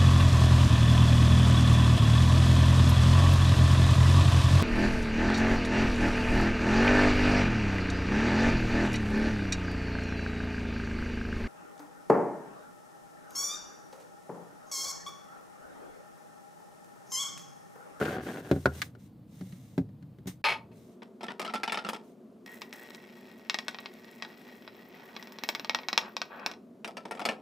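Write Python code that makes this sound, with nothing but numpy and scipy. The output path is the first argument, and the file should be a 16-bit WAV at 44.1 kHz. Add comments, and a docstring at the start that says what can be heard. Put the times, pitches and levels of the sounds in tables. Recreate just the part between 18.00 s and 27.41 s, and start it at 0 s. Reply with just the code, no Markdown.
"""A tub of crackers slides and knocks onto a pantry shelf; one full jar thuds onto another. Then a glass
grinder chatters down on a counter, its steel cap is unscrewed in jerks, coarse salt patters and fizzes in
from a glass jar whose rim clinks on the neck, and the cap is screwed back on.
Knocks are dying modes or clicks through resonant bodies; rubbing and salt are clouds of tiny impacts.
Each source is a (mid, side) pair; a diffuse room tail and low rumble lie around them."""
import sys
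import numpy as np
from scipy import signal
from scipy.fft import rfft, irfft
from scipy.io import wavfile
from scipy.ndimage import uniform_filter1d

SR = 44100
rng = np.random.default_rng(int(sys.argv[2]) if len(sys.argv) > 2 else 0)


def put_to_file(sound):
    """Save the sound as 16-bit audio at rate SR, in the file named by the first command-line argument."""
    columns = np.atleast_2d(sound).T  # one column per channel
    safe = np.clip(columns, -1, 1)
    whole_steps = np.round(safe * 32767)
    wavfile.write(sys.argv[1], SR, whole_steps.astype(np.int16))


N = 414981
HZ = np.fft.rfftfreq(4096, 1 / SR)
TIME = np.arange(N) / SR
AGE = TIME[:SR // 3]  # time since a hit [s]

# jar's rim and large crystals striking glass: (time [s], peak [dB], extra treble [dB])
CLINKS = [(4.4615, -36, 17), (4.618, -24, 1), (4.7274, -28.5, 6), (4.9473, -32, 12), (5.4972, -11, -3),
          (5.5433, -13.5, -3), (5.587, -16.5, 0), (5.682, -15.5, 4.5), (5.7453, -25.5, -25),
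          (5.786, -25.5, -26), (5.8581, -23.5, -22), (6.223, -20, -7), (6.2489, -27.5, -20),
          (6.6767, -29, -41), (7.1645, -24, -13), (7.226, -30, 2), (7.2719, -33, 5), (7.3216, -35, 15),
          (7.3861, -27, -3), (7.436, -17.5, 3.5), (7.4891, -11, 6), (7.5493, -17, -0.5),
          (7.5959, -22.5, -2.5), (7.646, -22, -1.5), (7.6952, -10.5, -13), (7.747, -10, -9),
          (7.7876, -22.5, -27.5), (7.833, -31, -22.5), (7.885, -13.5, -2), (7.9292, -13, -5),
          (7.9769, -3.5, -2.5), (8.1665, -15.5, -1), (8.2163, -14.5, -3.5), (8.396, -34.5, -10),
          (8.4616, -12, 6), (8.5138, -26.5, 5), (8.5367, -34, -8)]
# broad colour of the glass: (frequency [Hz], level [dB])
GLASS_COLOUR = [(100, -30.5), (220, -2.5), (450, -6), (650, 0.5), (1400, -4), (2600, 1.5), (3050, -1.5),
                (3900, -1.5), (4600, -5.5), (5200, -3), (5750, -4.5), (6500, -12), (8000, -16.5),
                (10500, -24), (15500, -19)]


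def gain_of(db):
    """Amplitude factor of a level in dB."""
    return 10 ** (np.asarray(db) / 20)


def evened(x):
    """Scales a (mid, side) pair to a mid RMS of one."""
    return x / np.sqrt(np.mean(x[0] ** 2) + 1e-20)


def sized(x, db, size=350):
    """Scales a hit so that the mid RMS of its first samples has the given level."""
    return gain_of(db) * x / np.sqrt(np.mean(x[0, :size] ** 2) + 1e-20)


def placed(x, width, left):
    """Scales the side of a (mid, side) pair and turns it to the left."""
    return np.array([x[0], width * x[1] + left * x[0]])


def add(mix, start_s, sound):
    """Mixes a sound in at a time, cut at the end of the mix."""
    part = mix[:, max(round(start_s * SR), 0):][:, :sound.shape[1]]
    part += sound[:, :part.shape[1]]


def wander(count, size):
    """Smooth chance of unit spread, changing over about size steps."""
    x = rng.standard_normal(count)
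    x = uniform_filter1d(uniform_filter1d(x, size), size)
    return x / x.std()


def read(points, hz=HZ):
    """A spectrum joined by straight lines on a log-frequency axis."""
    point_hz, value = np.transpose(points)
    return np.interp(np.log(hz + 1), np.log(point_hz + 1), value)


def level(rows):
    """Gain along a dB curve over time, practically silent outside it."""
    return gain_of(np.interp(TIME, *np.transpose(rows), left=-150, right=-150))


def bells(rows):
    """Sum of resonance curves (frequency [Hz], width [Hz], height)."""
    return sum(height / (1 + (2 * (HZ - hz) / width_hz) ** 2) for hz, width_hz, height in rows)


def body(broad, peaks):
    """Response in dB of an object: a broad colour with resonances on top."""
    heights = [(hz, width_hz, gain_of(abs(db)) - 1) for hz, width_hz, db in peaks]
    return read(broad) + 20 * np.log10(1 + bells(heights))


def glass_body(broad, extra=()):
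    """Response in dB of the glass standing on the counter."""
    # resonances: (frequency [Hz], width [Hz], height [dB])
    peaks = [(902, 54, 6.4), (1150, 130, 6.4), (1483, 50, 6.4), (1895, 46, 8.8), (2191, 54, 7.6),
             (2590, 96, 2.5), (3340, 160, 4.5), (3966, 320, 4.2), (5100, 350, 3.2), (7700, 300, 4.6)]
    # bands that glass and its counter echo cancel: (frequency [Hz], width [Hz], change [dB])
    dips = [(1430, 33, -11.5), (2072, 87, -13), (2970, 210, -8.5), (3560, 130, -4.5), (4780, 140, -4),
            (6120, 170, -7.5), (7660, 440, -2)]
    return body(broad, [*peaks, *extra]) + bells(dips)


def colour(x, db):
    """Minimum-phase filter with the given response, so that resonances ring after a click."""
    cepstrum = irfft(np.log(gain_of(db)))
    half = len(cepstrum) // 2
    cepstrum[1:half] *= 2  # folding the cepstrum makes the filter causal
    cepstrum[half + 1:] = 0
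    impulse = irfft(np.exp(rfft(cepstrum)))
    return signal.oaconvolve(x, impulse[None], axes=1)[:, :x.shape[1]]


def blow(chatter_db, t60_s, dull_hz):
    """One brief contact from straight ahead, then duller chatter and echoes from nearby surfaces."""
    pole = np.exp(-2 * np.pi * dull_hz / SR)
    force = signal.lfilter([1 - pole], [1, -pole], rng.standard_normal((2, len(AGE))))
    fade = 1000 ** (-AGE / t60_s)
    force *= gain_of(chatter_db) * fade / np.linalg.norm(fade)
    click = 1. * (AGE == 0)
    force[0] += signal.lfilter(*signal.butter(2, 7500, fs=SR), click)
    return force


def ring(modes, pitch, loose):
    """Dying modes after a cushioned blow; the loose contents of the container roughen their decay."""
    tone = sum(gain_of(db) * 1000 ** (-AGE / t60_s) * np.sin(2 * np.pi * hz * pitch * AGE)
               for hz, db, t60_s in modes)
    cushioned = tone * (1 - np.exp(-AGE / 0.00078))
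    rattle = np.exp(-AGE / 0.014)
    force = loose * rng.standard_normal((2, len(AGE))) * rattle / np.linalg.norm(rattle)
    force[0, 0] += 1
    return signal.fftconvolve(force, cushioned[None], axes=1)[:, :len(AGE)]


def tick(db):
    """The short snap of hard plastic."""
    # (frequency [Hz], level [dB])
    snap_colour = [(200, -22), (800, -15.5), (1500, 3), (2200, 0.5), (2700, -6.5), (4000, -6), (5500, -11),
                   (8000, -17), (11000, -20.5), (16000, -17.5)]
    return sized(colour(blow(chatter_db=5.5, t60_s=0.049, dull_hz=9000), read(snap_colour)), db)


def grains(per_s, spread_db, response, clump_db, count=6):
    """Random tiny impacts in clumps; several spots on the body each ring a little differently."""
    out = np.zeros((2, N))
    for _ in range(count):
        at = np.flatnonzero(rng.random(N) < per_s / count / SR)
        clumps = wander(N // 64 + 1, size=12)[at // 64]
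        impact_db = spread_db * np.minimum(rng.exponential(1, len(at)), 4) + clump_db * clumps
        force = np.zeros((2, N))
        force[:, at] = gain_of(impact_db) * rng.choice([-1, 1], (2, len(at)))
        out += colour(force, response + 3.5 * wander(len(HZ), size=22))
    return evened(out)


def strokes(rows, rise_share, sag_db_per_s, t60_s):
    """Gain of moves (time [s], length [s], level [dB]): each swells, sags while it lasts, then dies away."""
    start, length, db = np.transpose(rows)[:, :, None]
    t = TIME[::64]
    age = np.maximum(t - start, 0)
    fade = 1000 ** (-np.maximum(age - length, 0) / t60_s)
    swell = np.minimum(age / (rise_share * length), 1)
    gains = swell * gain_of(db - sag_db_per_s * np.minimum(age, length)) * fade
    return np.interp(TIME, t, np.linalg.norm(gains, axis=0))


def contacts(rows, response, crest_db, t60_s, dull_hz, chatter_db, bass_db, softness, spot_db, detune):
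    """Hits (time [s], peak [dB], treble [dB]) on a body response(time); gentler ones get more bass."""
    out = np.zeros((2, N))
    usual_db = np.mean([db for _, db, _ in rows])
    low, high = 1 / (1 + (HZ / 800) ** 2), 1 - 1 / (1 + (HZ / 6800) ** 6)
    for s, db, treble_db in rows:
        tilt = (bass_db + softness * (usual_db - db)) * low + treble_db * high
        spot = spot_db * wander(len(HZ), size=20)  # each point of contact favours other modes
        shift = 1 + detune * rng.standard_normal()  # the grip shifts them a little
        modes = np.interp(HZ * shift, HZ, response(s))
        hit = colour(blow(chatter_db, t60_s, dull_hz), modes + tilt + spot)
        add(out, s + 0.00074, sized(hit, db - crest_db))
    return out


def air():
    """Low room rumble, coloured noise: the pantry's, a moment of silence, then a blend into the kitchen's."""
    # (frequency [Hz], level [dB])
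    pantry_colour = [(15, -70.5), (25, -45), (123, -3.5), (195, -9), (317, -14.5), (363, -32), (476, -23),
                     (516, -27.5), (1890, -48.5), (4490, -51.5), (5880, -58.5), (11300, -58), (16000, -53)]
    kitchen_colour = [(15, -90.5), (25, -45), (149, -14), (236, 2.5), (326, -14.5), (354, -2), (560, -16),
                      (624, -12), (695, -16.5), (796, -27), (1130, -26.5), (1740, -38), (8360, -48.5),
                      (14800, -51), (16000, -47)]
    pantry_ends_s, kitchen_starts_s = 2.419, 2.44
    in_pantry, in_kitchen = (evened(colour(rng.standard_normal((2, N)), read(points)))
                             for points in (pantry_colour, kitchen_colour))
    blend = np.clip((TIME - 2.45) / .5, 0, 1)
    audible = 1. * ((TIME < pantry_ends_s) | (TIME > kitchen_starts_s))
    rumble = gain_of(-50.5) * np.sqrt(1 - blend) * in_pantry + gain_of(-53.0) * np.sqrt(blend) * in_kitchen
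    return uniform_filter1d(audible, size=200) * rumble


def room(x):
    """A diffuse noise tail on the mid signal, each band dying at its own speed."""
    # (frequency [Hz], t60 [s])
    decay = [(100, 0.57), (500, 0.41), (2000, 0.2), (6000, 0.18), (15000, 0.19)]
    hz, t, z = signal.stft(rng.standard_normal((2, SR // 2)), SR, nperseg=256)
    fade = 1000 ** (-t / read(decay, hz)[:, None])
    build_up = np.minimum(t / 0.036, 1)
    tail = signal.istft(z * fade * build_up, SR, nperseg=256)[1]
    return signal.oaconvolve(x[:1], tail / np.linalg.norm(tail[0]), axes=1)[:, :N]


def hands():
    """Skin and sleeve hiss faintly over the containers: dense tiny impacts."""
    # fingers and sleeve brushing: (time [s], length [s], relative level [dB])
    brushes = [(-0.05, 0.2, -52.5), (0.2, .2, -55.5), (0.4, 0.4, -58), (0.72, .14, -55.5),
               (0.98, 0.088, -70.5), (1.27, 0.54, -62), (2.27, 0.011, -45), (2.71, 0.23, -70),
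               (4.02, .1, -73.5)]
    # (frequency [Hz], level [dB])
    skin_colour = [(500, -6), (2000, -2), (5000, -3.5), (8000, -4), (10000, -7.5), (15000, -8)]
    touch = strokes(brushes, rise_share=0.25, sag_db_per_s=20, t60_s=0.15)
    hiss = grains(per_s=5000, spread_db=-0.5, response=read(skin_colour), clump_db=-1.5)
    return gain_of(2.0) * touch * hiss


def pantry():
    """The tub slides and knocks on a wooden shelf, its crackers shifting inside; full jars thud dully."""
    # shoves sliding the tub: (time [s], length [s], level [dB])
    shoves = [(-0.01, 0.23, -28.5), (0.25, 0.15, -34.5), (0.43, 0.13, -44.5), (0.68, 0.18, -50)]
    # tub knocks: (time [s], shelf thud [dB], plastic clack [dB], sharp tick [dB], shelf pitch [factor])
    tub_knocks = [(0.013, -26, -29, -57, 1.14), (0.054, -44, -40, -41.5, 1.33),
                  (0.081, -31, -34.5, -54, 0.88), (0.168, -33.5, -40.5, -60, 1.0),
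                  (0.513, -16, -33.5, -37.5, 1.106), (0.562, -30, -46.5, -63, 1.07),
                  (0.657, -21.5, -18, -32.5, 1.05), (0.8179, -53, -45.5, -29, 0.97),
                  (0.951, -51, -57.5, -64, 1.02)]
    # jar bumping on jar, fingers letting go: (time [s], thud [dB], tick [dB])
    jar_bumps = [(1.411, -36, -56), (1.524, -45, -58.5), (1.779, -22, -44.5), (1.797, -37, -66),
                 (1.815, -36.5, -72), (1.89, -50, -72), (2.026, -50.5, -66), (2.186, -48.5, -66.5),
                 (2.258, -38, -65.5), (2.274, -36.5, -55)]
    # modes of shelf, tub and jars: (frequency before pitch factor [Hz], level [dB], t60 [s])
    shelf_modes = [(77, -14.5, 0.47), (131.3, -7, 0.22), (190.3, 0, 0.11), (256, 4, 0.083),
                   (320, 7.5, 0.034), (367, -0.5, 0.089), (493, 0, 0.051), (677, -10, 0.07)]
    tub_modes = [(464, 0, 0.031), (618, 8.5, 0.016), (790, -11, 0.02), (937, -3, 0.034),
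                 (1118, -6.5, 0.035), (1537, 10.5, 0.024), (1430, -15.5, 0.066), (1920, -26.5, 0.047)]
    jar_modes = [(114, -15, 0.42), (155.2, -12, 0.43), (197, 2, 0.13), (283, -2.5, 0.077), (380, -8, 0.077),
                 (604, -13, 0.062), (800, -20, 0.056)]
    # rubbing and cracker colours: (frequency [Hz], level [dB])
    rub_colour = [(50, -20), (120, -17), (250, 4.5), (400, -1.5), (750, -7), (1000, -14.5), (1700, -16),
                  (2500, -21), (4000, -30), (9000, -46)]
    cracker_colour = [(500, -27.5), (900, -3.5), (1500, 0), (2200, -7), (3200, -4.5), (5000, -17.5),
                      (9000, -31.5)]
    # rubbing resonances: (frequency [Hz], width [Hz], height [dB])
    rub_peaks = [(193, 33, 1), (396, 34, 2.5), (760, 50, 10), (1540, 240, 11.5), (2120, 156.5, 0.5)]
    slide = strokes(shoves, rise_share=.15, sag_db_per_s=49.5, t60_s=0.23)
    rubbing = grains(per_s=900, spread_db=2.5, response=body(rub_colour, rub_peaks), clump_db=0.5)
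    crackers = grains(per_s=390, spread_db=0.0, response=read(cracker_colour), clump_db=-3.5)
    out = placed(slide * rubbing + gain_of(-20.5) * slide * crackers, width=.8, left=.2)
    for s, thud_db, clack_db, tick_db, pitch in tub_knocks:
        add(out, s, placed(sized(ring(shelf_modes, pitch, loose=0.76), thud_db), width=.5, left=.25))
        add(out, s, placed(sized(ring(tub_modes, 0.928, loose=0.38), clack_db), width=1.1, left=.55))
        add(out, s, tick(tick_db))
    for s, thud_db, tick_db in jar_bumps:
        thud = placed(sized(ring(jar_modes, 0.93, loose=0.75), thud_db), width=0.46, left=0.21)
        add(out, s, thud + tick(tick_db))
    # the pantry sounds carry no deep bass below about 68 Hz
    return signal.sosfilt(signal.butter(8, 68, "high", fs=SR, output="sos"), out)


def grinder_base():
    """The thick glass base rocks quickly to rest on the counter: a burst of clicks through its resonances."""
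    # (time [s], level [dB])
    rocks = [(2.4414, -25.5), (2.449, -26.5), (2.456, -29.5), (2.466, -27), (2.485, -27.5), (2.493, -34),
             (2.504, -29.5), (2.52, -30.5), (2.716, -64.5)]
    # (frequency [Hz], level [dB])
    base_colour = [(100, -74), (350, -10.5), (500, -3.5), (900, -3), (1500, -4.5), (2500, 0), (3500, -6.5),
                   (5000, -12.5), (7000, -23.5), (10000, -26), (15000, -31.5)]
    # (frequency [Hz], width [Hz], height [dB])
    base_peaks = [(889, 38, 19.6), (1250, 38, 12), (1680, 69, 2.6), (2244, 49, 12), (2560, 100, 7.1),
                  (3300, 100, 5), (4250, 90, 11), (5010, 150, 8), (10300, 390, 7.6)]
    out, response = np.zeros((2, N)), body(base_colour, base_peaks)
    for s, db in rocks:
        add(out, s, sized(colour(blow(chatter_db=12.5, t60_s=0.14, dull_hz=7200), response), db))
    return placed(out, width=0.57, left=.05)


def steel_cap():
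    """The cap jerks along the thread: snap, scrape, knock to a stop; pressed home, the counter grumbles."""
    # jerks on the glass thread: (time [s], peak [dB], slip length [s], extra treble [dB])
    catches = [(3.02, -33.5, 0.0058, -14), (3.208, -31.5, .004, 0), (3.231, -24.5, 0.0097, 3),
               (3.283, -24.5, 0.021, -26), (3.395, -22, 0.021, 10), (3.448, -25, 0.015, 5),
               (3.477, -24.5, 0.019, -3), (3.537, -18.5, 0.021, 6), (3.6329, -17, .002, 3),
               (3.677, -18, .019, -4), (3.721, -17.5, 0.023, 7), (3.773, -19, 0.014, -3),
               (3.847, -23.5, 0.018, -4), (3.888, -19.5, 0.0052, 12), (3.932, -23.5, .012, 5),
               (8.845, -24, .004, 4.5), (8.876, -29.5, 0.009, 13), (8.969, -27.5, .005, 5),
               (9.053, -29, 0.0044, 4), (9.11, -22.5, 0.0095, 12), (9.153, -32, 0.02, 12),
               (9.194, -24, 0.021, 9), (9.252, -15.5, 0.01, 9), (9.288, -16, 0.0075, 0),
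               (9.337, -38, 0.0049, -12)]
    # steel and counter colours: (frequency [Hz], level [dB])
    steel_colour = [(80, -46.5), (210, 12.5), (310, 0), (420, 7.5), (550, 2), (800, 5), (1600, -3),
                    (2400, 0), (4000, -9), (5200, -9), (6800, -18.5), (8500, -17.5), (12000, -28),
                    (15500, -29.5)]
    counter_colour = [(120, -27.5), (220, 1.5), (420, 4.5), (680, 8), (900, 3), (1300, -5), (2500, -43)]
    # steel resonances: (frequency [Hz], width [Hz], height [dB])
    steel_peaks = [(695, 41, 5.9), (886, 55, 7.8), (1356, 40, 16.4), (1816, 26, 8.9), (2250, 47, 2.8),
                   (3430, 150, 6.1), (5210, 220, 5.3)]
    snap_chatter_db, stop_chatter_db = 7, 5.5
    stop_db, stop_treble_db = -4.5, -12  # stop against snap
    usual_slip_s = 0.018  # a longer slip ends in a harder knock
    press_from_s = 8.7  # cap going back on: jerks also press the glass on the counter

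    response = body(steel_colour, steel_peaks)
    slips = [(s, slip_s, db) for s, db, slip_s, _ in catches]
    # scrape and press levels are against each jerk's peak
    scrape = gain_of(-21.5) * strokes(slips, rise_share=0.51, sag_db_per_s=0, t60_s=0.19)
    press = gain_of(-16) * strokes(slips, rise_share=0.98, sag_db_per_s=0, t60_s=0.13)
    press *= TIME > press_from_s
    damped = (response + read(steel_colour)) / 2  # the grip damps the ring
    rubbing = scrape * grains(per_s=900, spread_db=6.5, response=damped, clump_db=2.5)
    grumble = press * grains(per_s=1000, spread_db=2.5, response=read(counter_colour), clump_db=-0.5)

    snaps = [(s, db, treble_db) for s, db, _, treble_db in catches]
    stops = [(s + slip_s, db + stop_db + 10 * np.log10(slip_s / usual_slip_s), treble_db + stop_treble_db)
             for s, db, slip_s, treble_db in catches]
    knocks = sum(contacts(rows, lambda s: response, crest_db=11.5, t60_s=0.064, dull_hz=7170,
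                          chatter_db=chatter_db, bass_db=-2.5, softness=1.0, spot_db=3.5, detune=0.044)
                 for rows, chatter_db in ((snaps, snap_chatter_db), (stops, stop_chatter_db)))
    return rubbing + grumble + knocks


def glass_rims():
    """The jar's mouth clinks and drags on the grinder's neck; its own ring is freer once nearly empty."""
    # jar's own ringing: (time [s], thin high ring [dB], bright lower ring [dB])
    jar_ring = [(5.6, -5, -0.5), (7.2, 25, 4), (7.75, 23.5, 2.5), (8.2, 14, 7)]
    # rim dragging on rim as the jar empties: (time [s], length [s], level [dB])
    drags = [(6.9, 0.81, -57.5), (8.01, 0.073, -47), (8.29, 0.21, -46)]
    # (frequency [Hz], level [dB])
    rim_colour = [(200, -32), (550, -2.5), (900, -4), (1700, -5), (2100, -16.5), (2600, -13), (4000, -25),
                  (7000, -60)]
    half_tipped_s, weight_db_per_s = 6.93, 3  # the steeper the jar is tipped, the more bass in its knocks

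    def response(s):
        times, thin_db, bright_db = np.transpose(jar_ring)
        rings = [(14500, 400, np.interp(s, times, thin_db)), (5300, 1100, np.interp(s, times, bright_db))]
        weight = weight_db_per_s * (s - half_tipped_s) / (1 + (HZ / 1000) ** 2)
        return glass_body(GLASS_COLOUR, rings) + weight

    clinks = contacts(CLINKS, response, crest_db=14.5, t60_s=0.065, dull_hz=3000, chatter_db=0.0,
                      bass_db=-0.5, softness=0.51, spot_db=2.0, detune=0.0062)
    drag = strokes(drags, rise_share=0.15, sag_db_per_s=11.5, t60_s=0.17)
    rubbing = grains(per_s=2000, spread_db=2.5, response=glass_body(rim_colour), clump_db=2.0)
    return placed(clinks, width=1.32, left=0.056) + drag * rubbing


def salt():
    """Crystals patter on glass and fizz together; the growing heap dulls the ring and makes the fizz finer."""
    # steady stream: (time [s], flow [dB])
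    flow_curve = [(4.46, -69), (4.85, -58), (5.35, -60.5), (5.85, -60), (6.3, -58.5), (6.6, -60.5),
                  (7.25, -57.5), (7.8, -60.5), (8.56, -70)]
    # first spurts, landing on bare glass: (time [s], length [s], level [dB])
    spurt_rows = [(4.457, 0.12, -56), (4.61, 0.019, -56.5), (4.724, 0.093, -55.5)]
    # single crystal's tick, crystals fizzing, salt on salt, bare bottom: (frequency [Hz], level [dB])
    crystal_colour = [(800, -21.5), (2500, -2.5), (7000, -3), (11000, -1.5), (15000, 0)]
    fizz_colour = [(3000, -24.5), (6500, 3), (8500, 2), (10500, -1), (13000, 1), (14800, 8), (16000, 7.5)]
    heap_fizz_colour = [(6000, -23), (10500, -19.5), (12800, 4), (15000, 7.5)]
    bottom_colour = [(300, -40), (1400, -22), (1750, -12.5), (1900, 0.5), (2020, -6), (2250, -23),
                     (6000, -44)]
    # levels against the patter
    fizz_db, spurt_fizz_db, heap_fizz_db = -7.5, 0, -6
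    bottom_db, buried_db = -5, -2  # bare bottom's ring, and its change under the full heap

    surges = gain_of(1.5 * np.repeat(wander(N // 64 + 1, size=45), 64)[:N])
    stream = level(flow_curve) * surges
    spurts = strokes(spurt_rows, rise_share=0.041, sag_db_per_s=25, t60_s=0.13)
    # each clink sets crystals rattling
    shakes = [(s, .015, db) for s, db, _ in CLINKS]
    shaken = gain_of(-42.5) * strokes(shakes, rise_share=.7, sag_db_per_s=-1, t60_s=0.24)
    poured = np.hypot(stream, spurts)
    flow = np.hypot(poured, shaken)
    heap = np.cumsum(stream) / stream.sum()  # 0 empty, 1 full

    on_bare = glass_body(GLASS_COLOUR)
    softened = -3.6 * np.log2(1 + (HZ / 2600) ** 2)
    on_glass = flow * (1 - 0.41 * heap) * grains(
        per_s=500, spread_db=2.5, response=on_bare + softened, clump_db=0.5)
    on_heap = gain_of(-1) * flow * heap * grains(
        per_s=700, spread_db=4.0, response=read(GLASS_COLOUR) + softened, clump_db=-4.0)
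    coarse = gain_of(-11.5) * flow * grains(per_s=45, spread_db=5.0, response=on_bare, clump_db=3.5)
    ticks = gain_of(-19) * poured * grains(
        per_s=14, spread_db=5.0, response=read(crystal_colour), clump_db=-2.0)
    fizz_gain = np.hypot(gain_of(fizz_db) * stream * (1 - heap ** 2), gain_of(spurt_fizz_db) * spurts)
    fizz = fizz_gain * grains(per_s=990, spread_db=4.5, response=read(fizz_colour), clump_db=4.5)
    fine = gain_of(heap_fizz_db) * stream * heap * grains(
        per_s=1600, spread_db=5.5, response=read(heap_fizz_colour), clump_db=4.5)
    bottom_gain = gain_of(bottom_db + buried_db * heap ** 2) * np.hypot(stream, gain_of(8) * spurts)
    bottom = bottom_gain * grains(per_s=540, spread_db=4, response=read(bottom_colour), clump_db=5.5)
    return gain_of(-0.27) * (on_glass + on_heap + coarse + ticks + fizz + fine + bottom)


def scene():
    """All sources as mid and side, then spread over left and right."""
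    # side level, close to the cupboard's walls and elsewhere: (frequency [Hz], level [dB])
    pantry_width = [(60, -35), (200, -30.5), (500, -22), (1100, -3.5), (2400, -2.5), (4500, -6.5),
                    (9000, 0), (15000, -1.5)]
    kitchen_width = [(30, -15), (70, -24.5), (200, -19.5), (500, -13), (1200, -8), (2400, -3.5),
                     (4500, -21.5), (9000, -16), (15000, -10)]
    # (frequency [Hz], left over right [dB])
    lean = [(200, 0), (600, 1.5), (1300, 1), (2600, 2), (4500, 0), (16000, 0)]
    shelf, base, cap, rims, pour = pantry(), grinder_base(), steel_cap(), glass_rims(), salt()
    wet = room(gain_of(-30) * shelf + gain_of(-16) * base + gain_of(-16.5) * cap
               + gain_of(-18.0) * rims + gain_of(-9.5) * pour)
    wide = shelf + hands()
    ahead = base + cap + rims + pour + wet + air()
    mid = wide[0] + ahead[0]
    side = colour(wide[1:], read(pantry_width)) + colour(ahead[1:], read(kitchen_width))
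    left = colour(mid + side, read(lean) / 2)
    right = colour(mid - side, -read(lean) / 2)
    return np.vstack([left, right])


def record(dry):
    """Band limit: a steep linear-phase low-pass."""
    edge_hz = 15500
    low_pass = signal.firwin(255, edge_hz, window=("kaiser", 8), fs=SR)
    return signal.oaconvolve(dry, low_pass[None], "same")


dry = scene()
out = record(dry)
put_to_file(out)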